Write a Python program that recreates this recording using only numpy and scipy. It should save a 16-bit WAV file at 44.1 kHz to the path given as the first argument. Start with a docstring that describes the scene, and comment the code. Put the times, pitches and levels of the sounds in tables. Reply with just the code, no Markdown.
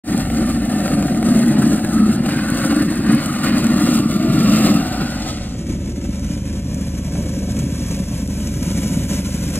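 """First a pedal-driven plow pushes snow along a pavement close by, over a low rumble and a faint engine.
With each push its steel blade shudders and booms, its edge scrapes, and the snow crunches and hisses.
Soon grit snaps, and the edge clacks, groans, catches and grates. Just after 4 seconds the blade passes.
Around 5 seconds the sound fades over to the same plow far down the street, where an engine idles.
From there to the end, the plow slowly comes nearer."""
import sys
import numpy as np
from scipy import signal
from scipy.fft import irfft
from scipy.io import wavfile
from scipy.ndimage import uniform_filter1d

SR = 44100
rng = np.random.default_rng(int(sys.argv[2]) if len(sys.argv) > 2 else 0)


def write(x):
    x = np.atleast_2d(x).T
    wavfile.write(sys.argv[1], SR, np.round(np.clip(x, -1, 1) * 32767).astype(np.int16))


N = 422919
T = np.arange(N) / SR
FILTER_HZ = np.fft.rfftfreq(4096, 1 / SR)

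# The low rumble of air and street. Each row: time in seconds, level in dB.
RUMBLE_LEVELS = [(0.0, -34), (0.48, -25.5), (0.7, -34), (4.0, -39), (4.5, -33.5), (5.45, -31.5),
                 (6.06, -33.5), (9.59, -48)]
# The tone of each noise. Each row: frequency in Hz, strength in dB.
RUMBLE_TONE = [(10, 14), (25, -20), (50, 25.5), (70, 14), (90, 16), (140, 14.5), (300, -67)]
SCRAPE_TONE = [(300, -34), (600, -13), (950, -7.5), (1200, 1.5), (1600, -3.5), (1900, -2.5), (2350, -7),
               (2800, -3), (3400, -12), (4300, -3), (5300, -8), (7000, -67), (15000, -22)]
SNOW_TONE = [(1500, -25), (3300, -3), (4700, -.5), (5700, -2.5), (6600, 2), (7600, -1), (9100, 2),
             (10500, -.5), (12000, -6), (14000, -9), (15500, -12)]
PASSING_SNOW_TONE = [(1500, -20), (3200, 0), (4800, 2.5), (6000, -.5), (7000, .5), (9000, -3.5),
                     (11000, -2.5), (13000, -6), (15500, -12)]
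FAR_SNOW_TONE = [(300, -11), (1000, -1), (1500, -2), (2900, -.5), (4200, -4), (5000, -1.5), (7000, 0),
                 (8500, 0), (9400, -3.5), (10700, -1.5), (12500, -7), (13500, -14), (15500, -19)]
# A faint, fast engine nearby and a slower one down the street. Each row: pitch in Hz, level in dB.
PARKED_ENGINE = [(63, -41), (94.5, -38)]
STREET_ENGINE = [(49.6, -32.5), (74.5, -28.5), (124, -37.5)]
# The blade's low boom, the higher ring of its steel plate, and bright peaks in the far hiss.
# Each row: pitch in Hz, width in Hz (narrow rings longer), strength in dB.
BOOM_NOTES = [(67, 15, -26), (147.2, 40, -6.5), (219.5, 66, 0.5), (291.5, 77, -4.5)]
PLATE_NOTES = [(557, 147, -0.5), (660, 310, -5.5), (725, 137, 1), (796, 35, -7.5)]
FAR_BOOM_NOTES = [(111, 23, -3), (187, 89, 0), (269, 74, -6)]
FAR_PLATE_NOTES = [(381, 160, -5), (516, 100, -1.5), (569, 67, 1.5), (693, 100, -10), (965, 123, -15)]
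FAR_HISS_PEAKS = [(2330, 200, -3), (5240, 240, -3), (5620, 240, -2), (6140, 220, 2), (6740, 350, -2),
                  (7380, 220, 0), (8230, 300, -2), (8560, 200, -4)]
# The near blade between pushes. Each row: time in seconds, then boom, ring, scrape and hiss in dB.
GLIDE_LEVELS = [(0.1, -23, -36, -37.5, -40.5), (0.9, -20, -34.5, -37, -41), (1.5, -19, -33, -37, -44),
                (2.3, -21, -35.5, -34.5, -39), (3.3, -20.5, -35.5, -33, -39.5), (4.0, -20, -35.5, -36, -41),
                (4.6, -23.5, -32.5, -31, -37), (4.9, -24, -33.5, -35, -41), (5.5, -24, -31, -34.5, -40)]
# Pedal pushes drive the blade in. Each row: start and length in seconds, extra boom and scrape in dB.
NEAR_PUSHES = [(0.08, 0.21, 6.5, 3), (0.33, 0.26, 5, 3.5), (0.68, 0.4, 2.5, 3), (1.24, 0.36, 4.5, 2.5),
               (1.53, 0.27, 6, 1.5), (1.9, 0.31, 4.5, 1), (2.245, 0.27, 2, 3.5), (2.5, 0.23, 1.5, 2.5),
               (2.69, 0.19, 5.5, 3.5), (3.02, 0.22, 8, 5), (3.4, 0.24, 5, 6), (3.61, 0.45, 5.5, 3.5),
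               (4.12, 0.29, 4, 1), (4.33, 0.52, 8, 2.5), (4.97, 0.12, 8, 3.5)]
# The scraping edge sings. Each row: time in seconds, lower and upper pitch in Hz.
EDGE_PITCHES = [(0.12, 1450, 1920), (0.99, 1350, 1920), (1.93, 1350, 1720), (2.52, 1480, 1850),
                (3.3, 1330, 2030), (3.5, 1390, 2100), (4.08, 1400, 2200), (4.61, 1350, 2280),
                (5.2, 1440, 2330)]
# Grit snaps. Each row: start in seconds, peak in dB, pitch in Hz, fade time in milliseconds.
GRIT_SNAPS = [(0.177, -16, 8350, 3.3), (1.025, -20, 7500, 3), (1.391, -18, 9100, 4),
              (1.4818, -16, 9050, 4.7), (1.623, -15, 9700, 3.6), (1.779, -19.5, 9370, 2.8),
              (1.847, -18, 9050, 3), (2.502, -15, 8860, 2.9), (2.956, -21, 9100, 2.7),
              (3.148, -16, 9670, 3), (3.259, -15, 8450, 5.9), (3.582, -16.5, 7600, 2),
              (3.643, -16, 7190, 2), (3.668, -13, 7200, 1.4), (3.952, -16, 8250, 6),
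              (6.195, -22, 7310, 1.7), (6.745, -21, 7280, 2), (7.59, -19, 7310, 3.6),
              (8.276, -20, 7310, 1.5), (8.472, -16, 6300, 3.2), (9.1028, -18, 7380, 2),
              (9.5555, -17, 6060, 4)]
# The edge hits a joint or stone, catches, or tears over a rough spot.
# Each row: start in seconds, level in dB.
EDGE_CLACKS = [(0.301, -14), (0.346, -18), (0.879, -13.5), (1.026, -14), (1.082, -18.5), (1.146, -18),
               (1.228, -14), (1.847, -18.5), (2.261, -13.5), (2.723, -15), (4.8, -18), (6.05, -26),
               (7.153, -24), (7.265, -30), (7.338, -35)]
BLADE_KNOCKS = [(0.684, -12), (2.202, -5), (2.358, -6.5), (2.516, -13), (4.056, -4), (4.196, -9),
                (6.087, -12), (7.375, -10), (7.997, -13), (8.202, -16), (8.967, -9)]
EDGE_GRATES = [(1.618, -17), (1.979, -21), (2.283, -19), (2.383, -20), (2.483, -18.5), (2.635, -18.5),
               (2.815, -19.5), (3.435, -18.5), (3.638, -20)]
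# Packed snow breaks, or the blade hops clear. Each row: start and length in seconds, hiss change in dB.
SNOW_CRUNCHES = [(0.45, 0.12, 2.5), (0.72, 0.26, 2.5), (1.24, 0.32, 6), (1.58, 0.2, 5), (1.91, 0.29, 2.5),
                 (3.09, 0.087, 3), (3.425, 0.13, 6), (3.77, 0.24, 4), (3.93, 0.11, 5.5), (4.42, 0.37, 1),
                 (6.12, 0.072, 2.5), (7.81, 0.17, 3), (9.25, 0.064, 4), (9.42, 0.055, 6)]
BLADE_HOPS = [(2.16, 0.1, -8), (5.09, 0.11, -1), (6.6, 0.11, -2.5), (8.22, 0.08, -3)]
# The blade groans. Each row: start and length in seconds, first and last pitch in Hz, level in dB.
BLADE_GROANS = [(0.616, 0.83, 715, 715, -35.5), (0.78, 0.28, 557, 570, -35), (1.26, 0.44, 252, 202, -18),
                (1.9, 0.2, 1290, 1230, -35), (1.97, 0.18, 236, 207, -16), (2.299, 0.55, 1490, 1400, -34.5),
                (2.682, 0.18, 293, 296, -22.5), (3.04, 0.18, 236, 210, -20.5),
                (3.2, 0.32, 1260, 1180, -34.5), (3.46, 0.56, 257, 199, -23), (3.65, 1.21, 1170, 1190, -37),
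                (4.147, 0.21, 650, 654, -34), (4.35, 0.47, 194.3, 218.3, -17.5),
                (4.567, 0.44, 746, 727, -33.5), (4.76, 0.44, 1490, 1430, -39),
                (5.548, 0.585, 334, 343, -36.5), (7.2, 0.28, 504, 520, -40)]
# Pushes far away. Each row: start and length in seconds, extra boom, ring and hiss in dB.
DISTANT_PUSHES = [(5.6, 0.23, 3.5, 1, 3), (6.21, 0.18, 3, 1, 3), (6.7, 0.15, 4, 2.5, 0.5),
                  (7.11, 0.19, 4, 6.5, 2.5), (7.31, 0.24, 2, 4, 1.5), (7.5, 0.23, 4.5, 3, 2),
                  (7.84, 0.26, 1, 3.5, 0.5), (8.6, 0.46, 3, 2.5, 3), (9.07, 0.17, 2, 4.5, 5),
                  (9.5, 0.2, 0, 4.5, 2.5)]
# How far the left side runs ahead of the right. Each row: frequency in Hz, lead in radians.
NEAR_LEFT_LEAD = [(0, 0), (300, .06), (1000, .95), (1400, .2), (2000, .3), (4000, 2.2), (5900, 3.14),
                  (11300, 9.42), (15700, 14.5)]
FAR_LEFT_LEAD = [(0, 0), (300, .06), (450, .35), (1250, -.8), (2500, 1.1), (3600, 1.8), (4800, 3.14),
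                 (15200, 18.5)]
# How much louder the left side is, close by. Each row: frequency in Hz, extra level in dB.
NEAR_LEFT_BOOST = [(60, -1), (120, 0.5), (240, 0.5), (480, 1.4), (950, 2), (1890, 0)]
# How alike the two sides are. Each row: frequency in Hz, likeness from 0 to 1.
SIDE_LIKENESS = [(250, .999), (600, .97), (1800, .88), (2600, .76), (4000, .82), (5000, .985), (11500, .98),
                 (15000, .92)]

# Each pair: start and end in seconds.
FADE_IN, DRAWS_LEVEL, TURNS_AWAY = (0.036, 0.09), (3.2, 4.301), (4.8, 5.399)
ENGINE_IN, NEAR_TO_FAR = (4.7, 6.2), (4.84, 5.605)
# The far blade between pushes. Each pair: dB at the end of NEAR_TO_FAR, dB gained per second.
FAR_BOOM_RISE, FAR_RING_RISE, FAR_HISS_RISE = (-26.5, 1), (-42, 0.68), (-47.5, 2.02)


def amp(db):
    """Turns decibels into a number to multiply by."""
    return np.exp(np.asarray(db) * (np.log(10) / 20))


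def evened(x):
    """Scales a signal so its average level (rms) is 1."""
    return x / np.sqrt(np.mean(x ** 2) + 1e-20)


def curves(rows):
    """Joins the dots of a table over time, one curve per column."""
    s, *columns = np.transpose(rows)
    return [np.interp(T, s, column) for column in columns]


def by_frequency(rows):
    """Joins the dots of a table over frequency, with octaves evenly spaced."""
    hz, value = np.transpose(rows)
    return np.interp(np.log(FILTER_HZ + 1), np.log(hz + 1), value)


def add(mix, s, sound):
    """Adds a sound to the mix, starting at s seconds."""
    part = mix[max(round(s * SR), 0):][:len(sound)]
    part += sound[:len(part)]


def peaks(notes):
    """A filter shape with a steep peak at each ringing note."""
    powers = (amp(db) ** 2 / (1 + (2 * (FILTER_HZ - hz) / width) ** 2) ** 2 for hz, width, db in notes)
    return np.sqrt(sum(powers))


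def colour(x, gain):
    """Filters a sound so that each hit rings after it lands, never before."""
    log_gain = np.log(np.maximum(np.r_[gain, gain[-2:0:-1]], 1e-5))
    taps = np.fft.ifft(np.exp(np.conj(signal.hilbert(log_gain)))).real
    return signal.oaconvolve(x, taps[None], axes=1)[:, :N]


def wander(rate):
    """A random curve that turns about rate times a second."""
    knots = rng.standard_normal(8000)
    return evened(np.interp(T * rate, np.arange(len(knots)), knots))


def grains(per_s, spread_db):
    """Two streams of random clicks of uneven size."""
    size, chance = rng.random((2, 2, N), dtype=np.float32)
    hit, out = chance < per_s / SR, np.zeros((2, N))
    sign = np.where(chance[hit] < .5 * per_s / SR, 1, -1)
    out[hit] = sign * amp(spread_db * np.minimum(-np.log1p(-size[hit]), 4))
    return evened(out)


def clumps(per_s, decay_ms, size):
    """A loudness curve for snow giving way in lumps: each jumps up and dies away."""
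    starts = np.minimum(rng.exponential(1, N), 2.4) ** 2 * (rng.random(N) < per_s / SR)
    lumps = signal.lfilter([1], [1, -np.exp(-1000 / (decay_ms * SR))], starts)
    return np.sqrt(1 + abs(size * uniform_filter1d(lumps, size=150)))


def stereo(pair, lead, boost=((0, 0),)):
    """Makes left and right: both share the first signal, and the second sets them apart."""
    same = np.clip(by_frequency(SIDE_LIKENESS), -1, 1)
    tilt = amp(by_frequency(boost) / 2) * np.exp(.5j * np.interp(FILTER_HZ, *np.transpose(lead)))
    common, apart = np.sqrt((1 + same) / 2), np.sqrt((1 - same) / 2)
    gains = np.array([[common * tilt, apart * tilt], [common / tilt, -apart / tilt]])
    taps = np.fft.fftshift(irfft(gains), axes=-1)
    return signal.oaconvolve(pair[None], taps, axes=2).sum(1)[:, taps.shape[2] // 2:][:, :N]


def steady(x, band_hz, size=4000, channels=2):
    """Keeps the level inside one band near 1, so a curve can set the loudness later."""
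    band = signal.sosfilt(signal.butter(3, band_hz, "bandpass", fs=SR, output="sos"), x[:channels].mean(0))
    power = uniform_filter1d(uniform_filter1d(band ** 2, size), size // 2)
    return x / np.sqrt(abs(power) + 1e-14)


def resonate(x, hz, width):
    """Makes a sound ring at hz, which is one pitch or a sliding curve."""
    turn = np.exp(2j * np.pi * np.cumsum(np.broadcast_to(hz, x.shape[-1])) / SR)
    decay = np.exp(-np.pi * width / SR)
    return 2 * (turn * signal.lfilter([1 - decay], [1, -decay], x / turn)).real


def struck(notes, t):
    """Steel after one hit: its notes ring together and die away."""
    ring = sum((-1) ** k * amp(db) * np.sin(2 * np.pi * hz * t) * np.exp(-np.pi * width * t)
               for k, (hz, width, db) in enumerate(notes))
    return ring / abs(ring).max()


def echoes(x, share, drift_ms):
    """Short echoes off the frame and ground shift as the plow moves."""
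    out = x.copy()
    for delay_ms in np.geomspace(1.3, 11, 6):
        late = T - (delay_ms + drift_ms * wander(rate=1.5)) / 1000
        out += share * rng.choice([-1, 1]) * x.take((late * SR).astype(int), axis=1, mode="clip")
    return out


def street_rumble():
    """Air and street make a deep noise that swells and sinks."""
    level_db, = curves(RUMBLE_LEVELS)
    return amp(level_db) * evened(colour(rng.standard_normal((1, N)), amp(by_frequency(RUMBLE_TONE))))


def engine_hum(tones):
    """An idling engine hums a few low, slightly wavering tones."""
    return sum(amp(db + 0.39 * wander(rate=6.4)) * np.sqrt(2)
               * np.sin(2 * np.pi * hz * T + 0.082 * wander(rate=3.14)) for hz, db in tones)


def blade_boom(jolt):
    """Many tiny jolts keep the blade's low notes booming."""
    boom = colour(grains(per_s=700, spread_db=0.5) * amp(2 * jolt), peaks(BOOM_NOTES))
    return steady(boom, band_hz=(130, 380), size=2400, channels=1)


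def plate_ring(jolt):
    """Jolts ring the steel plate, and the changing load of snow bends all its notes together."""
    ring = colour(grains(per_s=1500, spread_db=4) * amp(1.1 * jolt), peaks(PLATE_NOTES))
    shift = signal.lfilter([1], [1, -np.exp(-2 / SR)], .035 * wander(rate=9))  # samples early or late
    bent = np.array([np.interp(np.arange(N) + shift, np.arange(N), side) for side in ring])
    return steady(echoes(bent, share=.23, drift_ms=.2), band_hz=(480, 880), channels=1)


def edge_scrape(jolt):
    """The edge rasps through grit and sings at two rough pitches that slide with the load."""
    lower_hz, upper_hz = curves(EDGE_PITCHES)
    rasp = grains(per_s=12000, spread_db=1.5) * amp(1.2 * jolt)
    rasp *= clumps(per_s=100, decay_ms=6.2, size=.5) ** 0.9
    singing = 1.1 * resonate(rasp, lower_hz + 85 * wander(rate=13), width=190)
    singing += 0.93 * resonate(rasp, upper_hz + 150 * wander(rate=13), width=440)
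    scrape = colour(0.86 * rasp + singing, amp(by_frequency(SCRAPE_TONE)))
    scrape = echoes(scrape, share=.23, drift_ms=.2)
    return steady(stereo(scrape, NEAR_LEFT_LEAD, NEAR_LEFT_BOOST), band_hz=(1050, 3000))


def snow_hiss(jolt):
    """Crumbling snow makes countless clicks, a hiss whose tone changes as the blade passes."""
    crunch = clumps(per_s=76, decay_ms=5.1, size=.6) * amp(wander(rate=12))
    clicks = grains(per_s=17000, spread_db=5) * amp(0.62 * jolt) * crunch
    beside, gone = np.interp(T, DRAWS_LEVEL, [0, 1]), np.interp(T, TURNS_AWAY, [0, 1])
    hiss = (1 - beside) * colour(clicks, amp(by_frequency(SNOW_TONE)))
    hiss += beside * colour(clicks, amp(by_frequency(PASSING_SNOW_TONE)))
    hiss = (1 - gone) * hiss + gone * uniform_filter1d(hiss, size=3)  # the blade blocks its own treble
    hiss = echoes(hiss, share=.23, drift_ms=.2)
    return steady(stereo(hiss, NEAR_LEFT_LEAD), band_hz=(6800, 10300), size=8000)


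def surges(rows, rise_s=0.044, fall_s=0.089):
    """Each surge builds, holds and lets go. Gives one curve per dB column."""
    out = np.zeros((N, len(rows[0]) - 2))
    for s, length, *extra_db in rows:
        t = np.arange(0, length, 1 / SR)
        shape = np.minimum(t / rise_s, 1) * np.minimum((length - t) / fall_s, 1)
        add(out, s, np.outer(shape, extra_db))
    return out.T


def near_plow():
    """The blade sticks and slips. The same jolts drive boom, ring, scrape and hiss; pushes swell them."""
    boom_db, ring_db, scrape_db, hiss_db = curves(GLIDE_LEVELS)
    push_boom_db, push_scrape_db = surges(NEAR_PUSHES)
    ridges = wander(rate=17)  # the snow lies unevenly
    load_db, stuck_db = snow_load(), sticking()
    boom_db += push_boom_db + 1.42 * wander(rate=19)
    ring_db += 0.96 * push_scrape_db + stuck_db + 1.8 * ridges
    scrape_db += push_scrape_db + 0.29 * load_db + stuck_db + 0.86 * ridges
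    hiss_db += 0.043 * push_boom_db + 0.033 * push_scrape_db + load_db + 1.8 * ridges
    jolt = wander(rate=51)
    blade = amp(boom_db) * blade_boom(jolt) + amp(ring_db) * plate_ring(jolt)
    blade = stereo(blade, NEAR_LEFT_LEAD, NEAR_LEFT_BOOST)
    return blade + amp(scrape_db) * edge_scrape(jolt) + amp(hiss_db) * snow_hiss(jolt)


def grit_snaps():
    """Grit cracks under the edge in tiny, bright bursts."""
    out, t = np.zeros(N), np.arange(3000) / SR
    for s, db, hz, decay_ms in GRIT_SNAPS:
        burst = rng.standard_normal(len(t)) * np.exp(-t * 1000 / decay_ms)
        snap = resonate(burst, hz, width=2600)
        add(out, s, amp(db) * snap / abs(snap).max())
    return out


def sticking(stick_s=0.013, dip_db=-2):
    """The edge sticks just before each clack or grate. Gives the brief dip in dB."""
    dips = [(s - stick_s, stick_s, dip_db) for s, _ in EDGE_CLACKS + EDGE_GRATES]
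    return surges(dips, rise_s=stick_s / 2, fall_s=stick_s / 10)[0]


def clacks():
    """The edge hits a joint or stone: the plate rings, with a scuff and a sharp crack."""
    out, t = np.zeros(N), np.arange(3000) / SR
    for s, db in EDGE_CLACKS:
        scuff = resonate(rng.standard_normal(len(t)) * np.exp(-t / 0.0038), hz=1500, width=1100)
        crack = rng.standard_normal(len(t)) * np.exp(-t / 0.0027)
        clack = 0.7 * struck(PLATE_NOTES, t) + 0.7 * scuff / abs(scuff).max() + .14 * crack
        add(out, s, amp(db) * clack)
    return out


def snow_load():
    """The hiss rises as packed snow breaks and drops as the blade hops clear. Gives the change in dB."""
    crunch_db = surges(SNOW_CRUNCHES, rise_s=0.011, fall_s=0.077)[0]
    return crunch_db + surges(BLADE_HOPS, rise_s=0.013, fall_s=0.0079)[0]


def groans(sharpness=9.7, fade_s=0.048):
    """Dragging keeps one note of the blade sounding; its pitch slides and wavers with the load."""
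    out, waver = np.zeros(N), 1 + 0.0071 * wander(rate=9)
    for s, length, start_hz, end_hz, db in BLADE_GROANS:
        t = np.arange(0, length, 1 / SR)
        pitch = np.linspace(start_hz, end_hz, len(t)) * np.interp(s + t, T, waver)
        width = start_hz / sharpness
        ring = resonate(resonate(rng.standard_normal(len(t)), pitch, width), pitch, width)
        ring /= np.sqrt(abs(uniform_filter1d(ring ** 2, size=2000)) + 1e-14)  # rubbing keeps it steady
        fade = np.minimum(np.minimum(t, length - t) / fade_s, 1)
        add(out, s, amp(db) * evened(ring * fade))
    return out


def knocks():
    """The blade catches hard on the pavement, and its low notes boom."""
    out, t = np.zeros(N), np.arange(3000) / SR
    for s, db in BLADE_KNOCKS:
        add(out, s, amp(db) * struck(BOOM_NOTES, t))
    return out


def hits(top_hz):
    """All the snaps, clacks and knocks, softened above top_hz."""
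    return signal.sosfilt(signal.butter(4, top_hz, fs=SR, output="sos"), grit_snaps() + clacks() + knocks())


def grates():
    """The edge tears free of a rough spot: a short squawk at its singing pitch, with a spray of grit."""
    out, t = np.zeros(N), np.arange(3000) / SR
    edge_hz, _ = curves(EDGE_PITCHES)
    for s, db in EDGE_GRATES:
        grit = rng.standard_normal(len(t)) * t * np.exp(-t / 0.0048)
        squawk = resonate(grit, np.interp(s, T, edge_hz), width=270) + 0.02 * grit
        add(out, s, amp(db) * squawk / abs(squawk).max())
    return out


def far_hiss(jolt):
    """From far away, the scraping through snow is mostly a gritty, uneven hiss."""
    crunch = clumps(per_s=100, decay_ms=3.9, size=.55)
    clicks = grains(per_s=14000, spread_db=3) * amp(1.25 * jolt + 0.38 * wander(rate=18)) * crunch
    clicks = evened(clicks) + 0.1 * grains(per_s=80, spread_db=-5)  # single crumbs of ice crack
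    hiss = colour(clicks, np.hypot(amp(by_frequency(FAR_SNOW_TONE)), 1.19 * peaks(FAR_HISS_PEAKS)))
    distant = np.interp(T, [NEAR_TO_FAR[1], 8.8], [.85, .2])
    hiss = (1 - distant) * hiss + distant * uniform_filter1d(hiss, size=3)  # distance dulls the treble
    hiss = echoes(hiss, share=.17, drift_ms=.15)
    return steady(stereo(hiss, FAR_LEFT_LEAD), band_hz=(5500, 8300), size=8000)


def far_plow():
    """The far blade booms and rings more dully under its hiss. All three grow as it nears."""
    nearing_s = T - NEAR_TO_FAR[1]
    rises = FAR_BOOM_RISE, FAR_RING_RISE, FAR_HISS_RISE
    glide_db = np.array([db + db_per_s * nearing_s for db, db_per_s in rises])
    boom_db, ring_db, hiss_db = glide_db + surges(DISTANT_PUSHES) + 0.3 * wander(rate=16)
    jolt = wander(rate=37)
    boom = colour(grains(per_s=900, spread_db=3) * amp(2.8 * jolt), peaks(FAR_BOOM_NOTES))
    ring = colour(grains(per_s=1100, spread_db=4) * amp(1.7 * jolt), peaks(FAR_PLATE_NOTES))
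    blade = amp(boom_db) * steady(boom, band_hz=(110, 330), size=3000, channels=1)
    blade += amp(ring_db) * steady(ring, band_hz=(400, 700), channels=1)
    return stereo(blade, FAR_LEFT_LEAD) + amp(hiss_db + snow_load()) * far_hiss(jolt)


def scene():
    """The near plow fades in, then gives way to the far one. The street rumbles throughout."""
    groaning, silence = groans(), np.zeros(N)
    near_events = np.array([hits(top_hz=15000) + grates() + groaning, silence])
    near = near_plow() + stereo(near_events, NEAR_LEFT_LEAD, NEAR_LEFT_BOOST) + engine_hum(PARKED_ENGINE)
    far_events = np.array([hits(top_hz=12000) + groaning, silence])
    far = far_plow() + stereo(far_events, FAR_LEFT_LEAD)
    street = street_rumble() + np.interp(T, ENGINE_IN, [0, 1]) * engine_hum(STREET_ENGINE)
    blend = np.interp(T, NEAR_TO_FAR, [0, 1])
    return np.interp(T, FADE_IN, [0, 1]) * ((1 - blend ** 2) * near + blend * far + street)


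def record(dry):
    """Rounds off the loudest peaks, then cuts the treble above 15750 Hz."""
    rounded = dry / (1 + (dry / .92) ** 8) ** (1 / 8)
    treble_cut = signal.firwin(511, 15750, window=("kaiser", 9), fs=SR)
    return signal.oaconvolve(rounded, treble_cut[None], "same")


dry = scene()
out = record(dry)
write(out)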